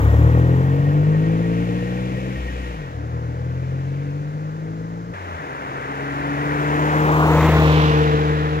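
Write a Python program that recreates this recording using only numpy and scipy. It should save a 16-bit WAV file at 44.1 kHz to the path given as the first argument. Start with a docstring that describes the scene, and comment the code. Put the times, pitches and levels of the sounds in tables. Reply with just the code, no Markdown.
"""Beside a wooded road, a V6 car with a loud exhaust pulls away, shifts up and recedes.
After an abrupt cut it approaches through another gear change and drives past.
Engine orders are cosines swept through muffler and pipe resonances; puffs of gas pulse the rumble.
Shaped noise gives tyre roar, hiss, jet, fizz and a faint high hiss; a fluttering cosine gives the squeal.
Two spaced microphone ports place the passing car, from left to right, by arrival time."""
import sys
import numpy as np
from scipy import signal
from scipy.fft import rfft, irfft, next_fast_len
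from scipy.io import wavfile
from scipy.ndimage import uniform_filter1d, map_coordinates

SR = 44100
rng = np.random.default_rng(int(sys.argv[2]) if len(sys.argv) > 2 else 0)


def to_wav(sig):
    """Store sig (one row per channel, or 1-D mono) as 16-bit WAV at the path in sys.argv[1].

    Samples outside -1..1 are clipped; the rate is SR.
    """
    pcm = np.clip(np.atleast_2d(sig), -1, 1) * 32767
    pcm = np.round(pcm).astype(np.int16)
    wavfile.write(sys.argv[1], SR, pcm.T)  # frames by channels


N = 379255
TIME = np.arange(N) / SR
CUT_S = 5.136  # the first drive gives way to the second


def gain_of(db):
    """Decibels to amplitude."""
    return 10 ** (np.asarray(db) / 20)


def curve(table):
    """The value of a timed table at every sample."""
    s, value = np.transpose(table)
    return np.interp(TIME, s, value)


def read(points, hz):
    """A spectrum's value at hz, on a log-frequency axis."""
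    f, value = np.transpose(points)
    return np.interp(np.log(hz + 1), np.log(f), value)


def swell(s, half_s, db):
    """A bell-shaped rise in dB around one moment."""
    return db * np.exp(-((TIME - s) / half_s) ** 2)


def cut(before, after):
    """The first drive up to the cut, then the second, joined by a very short crossfade."""
    first = uniform_filter1d((TIME < CUT_S) * 1., size=120)
    return first * before + (1 - first) * after


def wander(rate_hz):
    """Smooth random movement of rms 1, fading out above about rate_hz."""
    size = next_fast_len(N)
    hz = np.fft.rfftfreq(size, 1 / SR)
    x = irfft(rfft(rng.standard_normal(size)) * np.exp(-(hz / rate_hz) ** 2), size)[:N]
    return x / x.std()


def delayed(x, lag_s):
    """The sound x, late by a moving lag."""
    return map_coordinates(x, [np.arange(N) - lag_s * SR], order=3, mode="nearest")


# likeness of the two ports: [frequency_hz, likeness (0-1)]
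PORT_LIKENESS = [(150, 0.94), (700, 0.99), (1100, 0.97), (2100, 0.84), (3000, 0.67), (4500, 0.13)]


def noise(spectrum, right_db):
    """Noise shaped in dB per Hz, alike at both ports in the bass and mostly unrelated in the treble."""
    size = next_fast_len(N)
    hz = np.fft.rfftfreq(size, 1 / SR)
    left, other = rfft(rng.standard_normal((2, size))) * np.sqrt(SR / 2)  # 0 dB per Hz
    same = np.clip(read(PORT_LIKENESS, hz), 0, 1)
    right = gain_of(right_db) * (same * left + np.sqrt(1 - same ** 2) * other)
    return irfft(np.array([left, right]) * gain_of(read(spectrum, hz)), size)[:, :N]


# each drive past the microphone: (level_with_mic_s, road_speed_m_per_s, lane_distance_m)
DRIVE_AWAY = (-0.94, 3.43, 4.29)
DRIVE_PAST = (7.442, 17.8, 6.7)


def place(drive, behind_m=0):
    """Distance in lane distances, and bearing from -1 (coming) to 1 (going), of a point on the car."""
    level_s, m_per_s, lane_m = drive
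    along = (m_per_s * (TIME - level_s) - behind_m) / lane_m
    distance = np.hypot(1, along)
    return distance, along / distance


# the gear change of each drive: (shut_s, open_s)
GEAR_CHANGE_AWAY = (2.36, 2.95)
GEAR_CHANGE_PAST = (4.9, 5.39)
THROTTLE_S = 0.052  # travel time of the pedal


def throttle_shut():
    """1 while the foot is off the pedal for a gear change, else 0, with a ramp between."""
    changes = (GEAR_CHANGE_AWAY, GEAR_CHANGE_PAST)
    away, past = [np.minimum(TIME - shut_s, open_s - TIME) for shut_s, open_s in changes]
    return np.clip(np.where(TIME < CUT_S, away, past) / THROTTLE_S + .5, 0, 1)


def level(where, db, fall_db, shut_db, behind_db, ahead_db=0):
    """A source's dB at the roadside, from its distance, the throttle and the side of the car that is heard."""
    distance, bearing = where
    beam_db = np.where(bearing > 0, behind_db, ahead_db) * bearing ** 2
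    return db - fall_db * np.log10(distance) + shut_db * throttle_shut() + beam_db


# crankshaft speed through first gear, the shift and second gear: [time_s, turns_per_s]
CRANK_AWAY = [(0.0, 33.5), (0.28, 39.3), (0.88, 48.4), (1.4, 55.4), (1.99, 61.4), (2.3, 63.5), (2.61, 62.5),
              (2.72, 59.9), (2.79, 52.7), (2.91, 39.4), (2.99, 36.2), (3.11, 40.6), (3.19, 39.0),
              (4.02, 47.2), (4.51, 51.9), (5.12, 57.3)]
# crankshaft speed as heard from the roadside, through a shift and the pass: [time_s, turns_per_s]
CRANK_PAST = [(5.13, 63.5), (5.3, 59.1), (5.48, 46.4), (5.62, 44.2), (6.5, 48.8), (7.0, 50.8), (7.5, 51.9),
              (8.1, 50.25), (8.6, 50.8)]


def crankshaft():
    """The steady crankshaft speed, and the turns counted at that speed with a slight unsteadiness."""
    speed = cut(curve(CRANK_AWAY), curve(CRANK_PAST))
    turns = np.cumsum(speed * (1 + 0.0025 * wander(rate_hz=12.7))) / SR
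    return speed, turns


# bass resonances of the muffler, which the low orders sweep through: [frequency_hz, gain_db]
MUFFLER = [(34, -28), (50, -14), (62, -6.5), (76, -1.8), (97, -9), (125, -5), (155, -1), (190, -12),
           (262, -8), (288, 1), (320, -5.5)]
# standing waves of the exhaust pipe, which the overtones sweep through: [frequency_hz, gain_db]
PIPE_WAVES = [(110, -28), (155, -0.5), (210, -14), (255, -12.5), (290, -1), (370, -13), (440, -4),
              (480, 1.5), (550, -14), (800, -11)]
# load on the engine, which moves the whole exhaust note: [time_s, gain_db]
ENGINE_LOAD = [(0.0, -3.5), (0.25, -1), (0.7, -3), (1.3, -0.5), (2.2, -0.5), (3.0, -3.0), (3.65, 2.0),
               (4.4, -2.5), (5.13, -0.6), (5.3, -2.5), (5.5, -6), (6.2, 0.3)]
# the drone of the overtones swells briefly: [time_s, half_length_s, rise_db]
OVERTONE_SWELLS = [(0.55, 0.21, 5.5), (1.4, 0.28, 3.5), (4.74, .19, 5), (8.07, 0.21, 6.5)]
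TAILPIPE_M = 1.4  # behind the middle of the car


def exhaust_note(speed, turns, drive, note, low_orders, overtones, rough, smear_rad, spread_rad):
    """Low orders and overtones that swell as they cross the resonances of muffler and pipe."""
    def angle(k):
        """Phase of order k: the muffler spreads out the bass of each pulse and leaves its edge sharp."""
        return 2 * np.pi * np.round(2 * k) / 2 * turns - spread_rad * min(k, 7) ** 2

    tailpipe = place(drive, TAILPIPE_M)
    *low_db, overtone_db = [level(tailpipe, *row) for row in note.values()]
    overtone_db = overtone_db + sum(swell(*row) for row in OVERTONE_SWELLS)
    out = np.zeros(N)
    for k, db in zip(low_orders, low_db):
        out += gain_of(db + read(MUFFLER, k * speed)) * np.cos(angle(k))
    for k, db in overtones:
        # echoes from the trees let each overtone's phase drift
        drift = smear_rad * wander(rate_hz=6.5)
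        out += gain_of(overtone_db + db + read(PIPE_WAVES, k * speed)) * np.cos(angle(k) + drift)
    # no two firings are equally strong
    uneven = 1 + rough * wander(rate_hz=60)
    return np.sqrt(2) * gain_of(curve(ENGINE_LOAD)) * out * uneven


# exhaust note beside the car, before resonances, load and swells; one row per order, then the overtones
# pulling away: [level_db, fall_db_per_tenfold_distance, throttle_shut_db, from_behind_db]
ORDERS_AWAY = {"order 1": (-18, 20.5, 10.5, -4), "order 2": (-7, 20, -9, -9.5),
               "firing order 3": (-3.5, 23, -7, -5.5), "overtones": (-30.5, 27, -3, 0.5)}
# driving past: [level_db, fall_db_per_tenfold_distance, throttle_shut_db, from_behind_db, from_ahead_db]
ORDERS_PAST = {"one bank's order 1.5": (-16, 9, 15.5, -8, -18.5), "firing order 3": (-14, 30, -1, 7, 3.1),
               "order 6": (-21, 29.5, -22, 6, 8), "overtones": (-36.5, 26.5, -33, 11.5, 5.5)}
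# overtones left by unequal cylinders: [multiple_of_crankshaft_speed, relative_db]
UNEQUAL_AWAY = [(3.5, -11.5), (4.0, 12.5), (5.0, 7.5), (6.0, 9.5), (7.0, 0.0), (8.0, 6.5), (9.0, 1.5),
                (10.0, 3), (11.0, -8.5), (12.0, -0.5), (13.0, -6.5)]
UNEQUAL_PAST = [(2, -8), (4, -5), (4.5, 5), (5, -8), (7, 3), (7.5, -3), (8, -6), (8.5, -4), (9, 10),
                (9.5, -4), (12, -5)]


def exhaust(speed, turns):
    """Crankshaft orders lead as the car pulls away; one bank's half orders join in as it drives past."""
    rasp = [(k, -14) for k in range(14, 24)]  # the sharp edge of each pulse, in high orders
    leaving = exhaust_note(speed, turns, DRIVE_AWAY, ORDERS_AWAY, (1, 2, 3), [*UNEQUAL_AWAY, *rasp],
                           rough=0.14, smear_rad=0.5, spread_rad=0.85)
    passing = exhaust_note(speed, turns, DRIVE_PAST, ORDERS_PAST, (1.5, 3, 6), UNEQUAL_PAST,
                           rough=0.13, smear_rad=0.51, spread_rad=0.3076)
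    return cut(leaving, passing)


# noises beside the car, before their spectra and swells; one row per noise
# pulling away: [level_db_per_hz, fall_db_per_tenfold_distance, throttle_shut_db, from_behind_db]
NOISE_LEVELS_AWAY = {"rumble": (-45.5, 25.5, -3, 2), "tyres": (-57.5, 3, 1.1, -17.5),
                     "jet": (-78, 19, 6, -8), "fizz": (-74, 30, -1, -23)}
# driving past: [level_db_per_hz, fall_db_per_tenfold_distance, throttle_shut_db, from_behind_db, from_ahead_db]
NOISE_LEVELS_PAST = {"rumble": (-56.5, 17, -4, 1, 6.5), "tyres": (-47.5, 25, -0.5, -1, 2),
                     "jet": (-69, 35.5, 5, 12.5, -16), "fizz": (-79, 57, -5, -4, 7)}


def noise_gain(name):
    """Amplitude of one noise as the car moves through both drives."""
    away_db = level(place(DRIVE_AWAY), *NOISE_LEVELS_AWAY[name])
    past_db = level(place(DRIVE_PAST), *NOISE_LEVELS_PAST[name])
    return gain_of(cut(away_db, past_db))


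def puffs(turns, firing, lope):
    """Gas leaves in one puff a firing, three a turn, one of them stronger than the others."""
    gate = np.exp(firing * np.cos(2 * np.pi * 3 * turns) + lope * np.cos(2 * np.pi * turns))
    return gate / np.sqrt(np.mean(gate ** 2))


# spectrum of the exhaust rumble: [frequency_hz, gain_db]
RUMBLE_SPECTRUM = [(25.0, -21), (70.0, -9), (150.0, 0.5), (215.0, -13.5), (290.0, -1.5), (380.0, -14.5),
                   (480.0, -3.0), (700.0, -14.5), (1500.0, -21.5), (4000.0, -58), (16000.0, -68.5)]


def rumble(turns):
    """Low exhaust noise that pulses with the puffs of gas."""
    return noise_gain("rumble") * noise(RUMBLE_SPECTRUM, right_db=0.1) * puffs(turns, firing=0.12, lope=0.22)


def road_echo(pair, share, lag_s, nearest_s, passing_s):
    """The road's reflection lags most when the car is nearest, so a comb sweeps down and up again."""
    lag = lag_s / np.hypot(1, (TIME - nearest_s) / passing_s)
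    return pair + share * np.array([delayed(x, lag) for x in pair])


# spectrum of the tyre roar: [frequency_hz, gain_db]
TYRE_SPECTRUM = [(25.0, -29.5), (100.0, -9.5), (400.0, -3), (750.0, -4), (1100.0, -1), (1500.0, -3.5),
                 (2000.0, -6.5), (3000.0, -35), (4500.0, -42), (7200.0, -36), (8500.0, -53),
                 (16000.0, -54.5)]


def tyres():
    """Tyre roar as shaped noise, heard together with its reflection off the road."""
    roar = noise_gain("tyres") * noise(TYRE_SPECTRUM, right_db=-0.56)
    return road_echo(roar, share=0.56, lag_s=0.00033, nearest_s=7.5, passing_s=0.3)


# spectrum of the hiss: [frequency_hz, gain_db]
HISS_SPECTRUM = [(700.0, -34), (1600.0, -5), (2300.0, 0), (3200.0, -8), (4500.0, -18.5), (7200.0, -18.5),
                 (8400.0, -30), (11000.0, -25), (16000.0, -39)]
# level of the hiss before its lift, pulling away: [time_s, level_db]
HISS_LEVEL_AWAY = [(0.0, -49), (0.08, -48.5), (1.02, -48.5), (1.6, -44), (2.68, -44), (3.03, -59),
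                   (3.85, -53.5), (5.1, -63.5)]
# the same beside the car, driving past:
# (level_db, fall_db_per_tenfold_distance, throttle_shut_db, from_behind_db, from_ahead_db)
HISS_LEVEL_PAST = (-40.5, 31, 1, 10.5, 15.5)
HISS_LIFT_DB = 3.5


def hiss(turns):
    """Mid-treble noise, gently pulsed by the puffs and evened to rms 1 before its level is set."""
    breath = noise(HISS_SPECTRUM, right_db=-0.4) * puffs(turns, firing=0.052, lope=0.04)
    level_db = cut(curve(HISS_LEVEL_AWAY), level(place(DRIVE_PAST), *HISS_LEVEL_PAST))
    return gain_of(HISS_LIFT_DB + level_db) * breath / breath.std()


# spectrum of the jet: [frequency_hz, gain_db]
JET_SPECTRUM = [(1000.0, -6.5), (2400.0, -2.5), (3600.0, -7), (4500.0, -15.5), (7000.0, -20.5),
                (9000.0, -31.5), (16000.0, -29)]
# just after the pass the jet swells briefly: (time_s, half_length_s, rise_db)
JET_RISE = (7.79, 0.24, 4.6)


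def jet(turns):
    """Bright noise of the gas jet, pulsed by the puffs, with a lift at the right port."""
    gain = noise_gain("jet") * gain_of(swell(*JET_RISE))
    return gain * noise(JET_SPECTRUM, right_db=10) * puffs(turns, firing=0.16, lope=0.13)


# spectrum of the fizz: [frequency_hz, gain_db]
FIZZ_SPECTRUM = [(3000.0, -22), (7200.0, 1.5), (8600.0, -8), (12000.0, -7), (14500.0, 0), (16000.0, 1.5)]


def fizz():
    """High treble noise that flickers with the grit under the treads."""
    return noise_gain("fizz") * noise(FIZZ_SPECTRUM, right_db=-0.5) * gain_of(2.5 * wander(rate_hz=200))


# loudest chirps of the thin squeal: [time_s, rise_db above the chatter]
SQUEAL_CHIRPS = [(.145, 7), (.36, 4), (.87, 10), (1.15, 11), (1.25, 10), (1.45, 11), (1.79, 11), (1.88, 11),
                 (2.37, 12), (2.49, 15.5), (2.66, 3)]
CHIRP_HALF_S, SQUEAL_END_S, SQUEAL_FADE_S = 0.013, 3.06, 0.3


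def squeal(hz, width_hz, db, flutter_db):
    """A narrow, fluttering tone with louder chirps, fading out through the first gear change."""
    on = np.clip((SQUEAL_END_S - TIME) / SQUEAL_FADE_S, 0, 1)
    chirp_db = sum(swell(s, CHIRP_HALF_S, rise_db) for s, rise_db in SQUEAL_CHIRPS)
    angle = 2 * np.pi * np.cumsum(hz + width_hz * wander(rate_hz=59.7)) / SR
    return on * gain_of(db + chirp_db + flutter_db * wander(rate_hz=50)) * np.sqrt(2) * np.cos(angle)


# spectrum of the faint hiss: [frequency_hz, gain_db]
FAINT_HISS_SPECTRUM = [(3500, -1.5), (7000, 0.5), (8300, -14.5)]


def faint_hiss():
    """A faint, steady high hiss beneath the car's noises."""
    return gain_of(-94.5) * noise(FAINT_HISS_SPECTRUM, right_db=0.5)


PORT_LAG_S = 0.00046  # between the ports, for a sound from far down the road


def across_ports(car):
    """Shift the right port in time: the car leaves to the left, then comes from the left and goes right."""
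    _, going = place(DRIVE_AWAY)
    _, coming = place(DRIVE_PAST)
    return np.array([car[0], delayed(car[1], PORT_LAG_S * cut(going, -coming))])


def scene():
    """The car's exhaust note and noises placed across the ports, with the squeal and the faint hiss."""
    speed, turns = crankshaft()
    car = exhaust(speed, turns) + rumble(turns) + tyres() + hiss(turns) + jet(turns) + fizz()
    ports = across_ports(car)
    ports += squeal(hz=1880, width_hz=20, db=-50, flutter_db=3.8)
    return ports + faint_hiss()


# the right port's colour, mostly duller than the left: [frequency_hz, gain_db]
RIGHT_COLOUR = [(100.0, -2.5), (500.0, -3), (900.0, 0.66), (2300.0, -3.5), (4200.0, -1.5), (6200.0, -5.5),
                (7400.0, -23), (9000.0, -18), (12000.0, -13), (16000.0, -14)]
LOW_CUT_HZ, EDGE_HZ = 42, 15850


def record(dry):
    """The colour of the right port, the microphone's low cut, then the band limit."""
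    size = next_fast_len(N + SR)
    hz = np.fft.rfftfreq(size, 1 / SR)
    ports = np.array([np.ones(len(hz)), gain_of(read(RIGHT_COLOUR, hz))])
    low_cut = 1 / np.hypot(1, (LOW_CUT_HZ / (hz + 1)) ** 4)
    heard = irfft(rfft(dry, size) * ports * low_cut, size)[:, :N]
    edge = signal.firwin(511, EDGE_HZ, window=("kaiser", 9), fs=SR)
    return signal.oaconvolve(heard, edge[None], "same", axes=1)


dry = scene()
out = record(dry)
to_wav(out)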